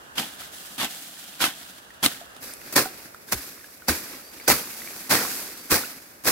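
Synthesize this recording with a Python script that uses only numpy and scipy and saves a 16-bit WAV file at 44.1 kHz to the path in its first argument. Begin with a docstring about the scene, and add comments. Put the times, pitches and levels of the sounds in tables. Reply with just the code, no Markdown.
"""A sickle slashes weeds off the bank of a rice terrace in quiet open country: eleven strokes.
The first four are heard from a few metres, with a clack of steel in the fourth; the other seven from close by.
Each stroke is a dense burst of tiny random fractures and ringing splinters; from the sixth on, most thump the soil.
Leaves rustle as a sparser crackle; single stems snap, and at 4.48 s the blade rings high, as damped tones.
From about 2.5 s a faint bird peeps in short gliding tones; coloured noise forms the air throughout."""
import sys
import numpy as np
from scipy import signal
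from scipy.fft import rfft, irfft
from scipy.io import wavfile
from scipy.ndimage import uniform_filter1d

SR = 44100
rng = np.random.default_rng(int(sys.argv[2]) if len(sys.argv) > 2 else 0)


def wav_out(sig):
    """Save sig, one row per channel (or a flat mono array), as 16-bit PCM at SR to the path in sys.argv[1]."""
    wavfile.write(sys.argv[1], SR, np.round(np.clip(np.atleast_2d(sig).T, -1, 1) * 32767).astype(np.int16))


N = 278271
T = np.arange(N) / SR
CLOSE_FROM_S = 2.405  # heard from a few metres before, from close by after

# The sickle cuts, and the plants shake on:
# start_s, rise_s, hold_s, fade_s, level_db, treble_db and bass_db (leaves and wood, relative to level_db),
# shake_db, shake_fade_s
STROKES = [ (0.168, .015, 0.0064, 0.035, -24.5, 2, 3, -40, 0.17),
           (0.78, 0.021, 0.048, 0.016, -26.5, 1.5, 1.5, -44, 0.3),
           (1.397, .021, 0.035, 0.027, -21, 2.5, -3, -53, 0.17),
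           (2.028, 0.0029, 0.031, 0.0097, -22, 6.5, 5.5, -32, 0.077),
           (2.754, .012, 0.0088, 0.035, -12.5, 0.5, 1.5, -37, 0.067),
           (3.316, 0.0085, 0.0064, 0.01, -19.5, 2, 0.5, -39.5, 0.21),
           (3.879, 0.0056, 0.011, 0.024, -17, -0.5, 3, -33, 0.18),
           (4.477, 0.0019, 0.037, 0.021, -14.5, 1.5, 1, -28, 0.11),
           (5.098, 0.013, 0.0038, 0.064, -14, -0.5, 1.5, -30, 0.28),
           (5.699, 0.013, 0.038, 0.031, -18, 2, 0.5, -31, 0.12),
           (6.254, .022, 0.012, 0.028, -16, 1.5, 1.5, -32, .15)]


def undb(db):
    """Amplitude ratio: decibels to gain."""
    return 10 ** (np.asarray(db) / 20)


def unit(x):
    """Power normalisation: scale to rms 1."""
    return x / np.sqrt(np.mean(x ** 2))


def response(points, size=2048):
    """Minimum phase: the causal impulse response of a (Hz, dB) colour, by folding its cepstrum."""
    hz, db = np.transpose(points)
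    f = np.maximum(np.fft.rfftfreq(size, 1 / SR), 1)
    log_gain = np.log(undb(np.interp(np.log(f), np.log(hz), db)))
    cepstrum = irfft(log_gain)
    cepstrum[1:size // 2] *= 2
    cepstrum[size // 2 + 1:] = 0
    return irfft(np.exp(rfft(cepstrum)))


def colour(x, points):
    """Linear filtering: white sound takes on a colour and keeps its power."""
    h = response(points)
    return signal.fftconvolve(x, h[None] / np.linalg.norm(h), axes=1)[:, :N]


def near_or_far(x, far, near):
    """Distance colours sound: one spectrum from a few metres, another right beside the plants."""
    return np.where(T < CLOSE_FROM_S, colour(x, far), colour(x, near))


def split(x, hz):
    """Complementary bands: the parts below and above a frequency add up to the whole."""
    lowpass = signal.butter(2, min(hz, SR / 3), fs=SR, output="sos")
    low = signal.sosfiltfilt(lowpass, x)
    return low, x - low


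def walk(rate):
    """Slow modulation: random levels at a rate (per second) joined by straight slopes, scaled to rms 1."""
    k = max(int(SR / rate), 2)
    steps = rng.standard_normal(N)[np.arange(N) // k]
    return unit(uniform_filter1d(steps, k))


def swell(s, rise, hold, fade):
    """Envelope of one movement: a straight rise, a hold and an exponential fade."""
    attack = np.clip((T - s) / rise, 0, 1)
    return attack * np.exp(-np.clip((T - s - rise - hold) / fade, 0, 20))


def ring(hz, t60, phase=0, size=12000):
    """Damped resonance: one mode falling by 60 dB in t60; 0 Hz at phase pi / 2 is the bare decay."""
    t = np.arange(size) / SR
    return np.sin(2 * np.pi * hz * t + phase) * np.exp(-np.log(1000) * t / t60)


def add(out, s, sound):
    """Superposition: mix a sound in at a time."""
    i = int(s * SR)
    out[:, i:i + sound.shape[-1]] += sound[..., :N - i]


def fractures(per_s, scatter_db, lag_ms, spread_ms):
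    """Random impulses: tiny clicks of unequal size, each with its own lag between the ports for its direction."""
    excess = np.minimum(rng.standard_exponential(N), 4)
    size = rng.choice([-1, 1], N) * undb(scatter_db * excess)
    left = size * (rng.random(N) < per_s / SR)
    lag = (lag_ms + spread_ms * rng.standard_normal(N)) * SR / 1000
    arrival = np.rint(np.arange(N) + lag).astype(int) % N
    right = np.bincount(arrival, left, N)
    return unit(np.array([left, right]))


def splinters(t60_at_1k, scatter_db, count=3500):
    """Modal ringing: each broken stem has its own pitch; thick ones are low and ring longer."""
    out = np.zeros((2, N))
    for when, thinness, force, place in rng.random((count, 4)):
        khz = .2 * 18 ** thinness
        t60 = t60_at_1k / np.sqrt(khz)
        size = np.sqrt(khz) * undb(scatter_db * min(-np.log(1 - force), 3))
        lag_turns = khz * (.3 * place - .08)  # kHz times a lag in ms
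        phases = -2 * np.pi * np.array([[0], [lag_turns]])
        add(out, when * N / SR, size * ring(1000 * khz, t60, phases, size=int(t60 * SR) + 2))
    return unit(out)


def country():
    """Diffuse field: far air swells gently, its bass more alike on both sides than its treble."""
    # colours of the open air: frequency_hz, gain_db
    far = [(25, -16), (65, 4), (110, -0.5), (270, 1.5), (600, 1), (1100, -1), (1700, 1.5), (2300, -20),
           (2850, -3.5), (3600, -25), (6500, -17), (16000, -25)]
    near = [(25, -15), (65, 7), (110, 2.5), (280, 5.5), (550, 7), (1000, -3), (1600, -0.5), (2500, -6.5),
            (3100, -28), (4800, -13), (7000, -14), (16000, -9.5)]
    mid, side = rng.standard_normal((2, N))
    side_low, side_high = split(side, hz=655)
    side = 0.51 * side_low + 1.7 * side_high
    air = unit(near_or_far(np.array([mid + side, mid - side]), far, near))
    return air * undb(-51.5 + 2.6 * walk(3.34))


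def bird():
    """Frequency glide: short pure whistles rise and level off under a half-sine envelope."""
    # a far bird peeps: start_s, length_s, pitch_hz (reached at the end), level_db
    peeps = [(2.47, .08, 4920, -51), (3.403, .022, 4750, -44), (4.22, .12, 4690, -50),
             (4.412, .024, 4800, -46), (4.459, .026, 4850, -41), (5.57, .11, 4720, -54)]
    out = np.zeros((2, N))
    for s, length, hz, db in peeps:
        u = np.linspace(0, 1, int(length * SR))
        pitch = hz * (1 - 0.0565 * (1 - u) ** 3)
        whistle = np.sin(2 * np.pi * np.cumsum(pitch) / SR)
        add(out, s, undb(db) * np.sin(np.pi * u) * whistle)
    return out


def leaf_motion():
    """Powers add: level and treble share in dB of foliage that strokes leave shaking and raking stirs."""
    # weeds are pulled and cuttings raked aside:
    # start_s, length_s, fade_s, level_db, treble_db (relative to level_db)
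    rakes = [ (0.375, 0.078, 0.043, -42, -3.5), (.5, 0.3, .06, -45, -1.5), (0.877, 0.19, 0.14, -43.5, -1.5),
             (1.163, 0.52, .1, -46.5, -2.5), (2.402, .075, 0.085, -40.5, -3),
             (2.585, 0.47, 0.063, -47, -4.5), (3.257, 0.21, 0.04, -45, -2), (3.564, 0.21, 0.13, -57, -1),
             (4.095, 0.046, 0.05, -43, -9), (4.313, 0.13, 0.07, -46.5, -5), (4.67, 0.37, 0.1, -41.5, -2.5),
             (5.204, 0.18, .06, -38.5, -1), (5.62, .07, .04, -60, 1)]
    rake_rise_s = 0.031
    moves = [(undb(-56) * np.ones(N), -4.5)]  # the leaves never quite rest
    for s, rise, hold, *_, db, fade in STROKES:
        shaking = undb(db) * swell(s, rise + hold, 0, fade)
        moves.append((shaking, -3))
    for s, length, fade, db, treble_db in rakes:
        raking = undb(db) * swell(s, rake_rise_s, length - rake_rise_s, fade)
        moves.append((raking, treble_db))
    power = sum(move ** 2 for move, _ in moves)
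    treble = sum((undb(treble_db) * move) ** 2 for move, treble_db in moves)
    return 10 * np.log10(power), 10 * np.log10(treble / power)


def leaves():
    """Friction as random impulses: brushing grass and settling cuttings crackle unevenly, with twig ticks."""
    # colours of the foliage: frequency_hz, gain_db
    far = [(60, -31), (150, -1.5), (280, 1), (450, -9), (700, 0), (1000, -9), (1600, 1.5), (2300, -2.5),
           (3300, 2.5), (6000, -6), (8000, -7), (13000, -9), (16000, -13)]
    near = [(60, -12), (170, -1), (280, 5.5), (450, -0.5), (950, -3), (1500, 1.5), (2550, 1), (3000, -5),
            (4800, 0), (7000, -5.5), (9500, -6.5), (12300, -2.5), (16000, -10)]
    db, treble_db = leaf_motion()
    brushing = fractures(per_s=16000, scatter_db=2.9, lag_ms=.03, spread_ms=.13)
    twigs = splinters(t60_at_1k=0.02, scatter_db=4.5, count=1800)
    rustle = unit(brushing * undb(walk(60)) + undb(-14.0) * twigs)
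    low, high = split(near_or_far(rustle, far, near), hz=5770)
    high_share = np.clip(undb(treble_db) ** 2, 0, .8)  # of power, before the band gains
    low_part = undb(1.5) * unit(low) * np.sqrt(1 - high_share)
    high_part = undb(4.5) * unit(high) * np.sqrt(high_share)
    return (low_part + high_part) * undb(db)


def snaps_and_blade_ring():
    """Impulsive excitation: a snapping stem, or the blade itself, gives a damped tone and a short noise crack."""
    # single stems snap; at 4.48 s (two rows) the blade itself rings high:
    # start_s, pitch_hz, t60_s, level_db (of the tone)
    tones = [ (.418, 1320, .014, -31.5), (1.405, 1440, .02, -20.5), (1.442, 1500, .006, -28),
             (1.538, 3500, .008, -35), (1.905, 1870, .031, -38), (2.213, 690, 0.096, -35.5),
             (2.363, 1290, .02, -42), (2.537, 9130, 0.0093, -25), (2.854, 1460, .04, -29),
             (2.858, 761, 0.079, -25.5), (3.146, 1370, 0.018, -30.5), (3.286, 1610, .03, -38),
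             (3.643, 1670, .038, -37.5), (3.821, 1470, 0.039, -37), (4.400, 2260, 0.02, -34.5),
             (4.483, 6000, .015, -12), (4.49, 5800, .012, -13), (4.819, 1980, 0.014, -30),
             (4.875, 2310, .018, -27), (5.250, 1090, 0.02, -22.5), (5.836, 1450, 0.038, -28.5)]
    out = np.zeros((2, N))
    for s, hz, t60, db in tones:
        tone = ring(hz, t60)
        crack = rng.standard_normal((2, len(tone))) * ring(0, t60=0.014, phase=np.pi / 2)
        add(out, s, undb(db) * (tone + 0.39 * crack))
    return out


def steel_clacks():
    """Modal superposition: steel striking something hard rings in several damped modes at once."""
    # the steel clacks: start_s, level_db
    clacks = [(2.0612, -5), (2.0626, -7)]
    # its modes: frequency_hz, t60_s, level_db (relative to the clack)
    modes = [(1210, 0.029, -14.5), (2070, 0.013, -15), (3170, 0.017, -5), (3810, 0.02, -3.5),
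             (4250, 0.018, -15), (8400, .008, -1)]
    out = np.zeros((2, N))
    for s, db in clacks:
        for hz, t60, mode_db in modes:
            # the blade is off to the left: the right port lags by 0.07 ms in phase
            right = ring(hz, t60, -2 * np.pi * hz * .00007)
            add(out, s, undb(db + mode_db) * np.array([ring(hz, t60), right]))
    return out


def soil_thumps():
    """Damped resonance: soft earth yields gradually and crumbles, so the thump swells in and is uneven."""
    # low strokes thump the soil: start_s, pitch_hz, t60_s, level_db (before the swelling in)
    thumps = [(3.332, 106, 0.13, -27), (3.352, 61, 0.14, -29.5), (3.894, 77, 0.12, -19),
              (4.499, 138, 0.18, -25), (4.520, 67, 0.18, -34), (5.719, 79.4, 0.2, -27.5),
              (6.274, 65, .12, -34)]
    out = np.zeros((2, N))
    for s, hz, t60, db in thumps:
        thud = ring(hz, t60) - ring(hz, t60=0.032)
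        add(out, s, undb(db) * thud * undb(1.3 * walk(91)[:len(thud)]))
    return out


def bank_echo(x, delay_s, gain):
    """Comb filtering: the earth bank returns a dull copy a few milliseconds late, hollowing the sound."""
    dull = split(x, hz=2200)[0]
    return x + gain * np.array([np.interp(T - delay_s, T, port) for port in dull])


def blade_contact():
    """Powers add: cutting in bass, middle and treble, with outer leaves brushed just before each stroke."""
    # the blade grazes a few outer leaves: start_s, length_s, level_db
    grazes = [(.154, .016, -42), (.779, 0.0088, -35.5), (1.78, 0.0061, -45.5), (2.363, 0.0026, -45.5),
              (2.724, 0.015, -33), (4.957, 0.0068, -41), (5.093, .011, -30.5), (6.236, .01, -40),
              (6.245, 0.016, -33.5)]
    # a thick stalk gives way inside a stroke: start_s, level_db
    cracks = [(0.182, -18.5), (.801, -26), (0.831, -22), (0.845, -22), (1.426, -16), (1.441, -12),
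              (2.029, -20), (2.7643, -8), (3.323, -13), (3.888, -17), (4.501, -1.5), (4.52, -8),
              (5.112, -10), (5.138, -12), (5.153, -11), (5.166, -11), (5.717, -9.5), (5.725, -8),
              (5.742, -13), (6.2552, -17)]
    # thick stalks are reached after the leaves; their fade is scaled by wood_linger
    wood_lag_s, wood_linger = 0.0036, 0.97
    graze_rise_s, graze_fade_s, graze_treble_db, graze_bass_db = 0.0017, 0.007, 5, 4.5
    power = np.zeros((3, N))
    for s, rise, hold, fade, db, treble_db, bass_db, _, _ in STROKES:
        brush = undb(-18.0) * np.exp(-np.minimum(abs(T - s) / 0.0047, 20))
        cut = np.maximum(brush, swell(s, rise, hold, fade))
        wood = np.maximum(brush, swell(s, rise + wood_lag_s, hold, fade * wood_linger))
        bands = np.array([undb(bass_db) * wood, cut, undb(treble_db) * cut])
        power += (undb(db) * bands) ** 2
    for s, length, db in grazes:
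        gains = undb([db + graze_bass_db, db, db + graze_treble_db])
        power += np.outer(gains, swell(s, graze_rise_s, length, graze_fade_s)) ** 2
    for s, db in cracks:
        add(power, s, (undb(db) * ring(0, t60=0.0087, phase=np.pi / 2)) ** 2)
    return power


def slashes():
    """Random fracture: fibres break densely in spurts from stalk to stalk, then fade as the blade leaves."""
    # colours of the tearing: frequency_hz, gain_db
    far = [(40, -29), (145, -3.5), (205, -4), (300, -3.5), (470, -12), (780, -2.5), (1100, -5), (1500, -2),
           (2400, -3), (3300, 1), (5000, -4.5), (6800, -8.5), (13000, -8.5), (16000, -18)]
    near = [(35, -38), (130, -4.5), (190, -8), (320, -4), (560, -5.5), (1000, -6), (1600, -3), (2550, -5),
            (2950, -13.5), (4500, -3.5), (5950, -6), (6700, -8), (13000, -7), (16000, -8.5)]
    fibres = fractures(per_s=24000, scatter_db=2.3, lag_ms=.06, spread_ms=.11)
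    stems = splinters(t60_at_1k=0.03, scatter_db=2.0)
    breaking = unit(fibres * undb(1.2 * walk(350)) + undb(-9.0) * stems)
    tearing = bank_echo(near_or_far(breaking, far, near), delay_s=0.003795, gain=0.18)
    bass, rest = split(tearing, hz=546)
    middle, treble = split(rest, hz=5900)
    return sum(band * np.sqrt(power) for band, power in zip((bass, middle, treble), blade_contact()))


def scene():
    """Free field: the sources simply add, with no reverberation."""
    knocks = snaps_and_blade_ring() + steel_clacks() + soil_thumps()
    return country() + bird() + leaves() + knocks + slashes()


def record(dry):
    """Transducer response: two ports differ a little in colour, peaks are clipped and the top is cut off."""
    # the two microphone ports: frequency_hz, left_minus_right_db
    port_difference = [(40, -3), (140, 2), (400, -0.5), (1100, -3.5), (2200, -1.5), (4200, -1.5),
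                       (8000, -0.8), (13000, -0.5)]
    ports = []
    for x, side in zip(dry, (1, -1)):
        points = [(hz, side * db / 2) for hz, db in port_difference]
        ports.append(signal.fftconvolve(x, response(points))[:N])
    top = signal.ellip(10, .2, 80, 15750, fs=SR, output="sos")  # low-pass, Hz
    return signal.sosfilt(top, np.clip(ports, -.8, .8))


dry = scene()
out = record(dry)
wav_out(out)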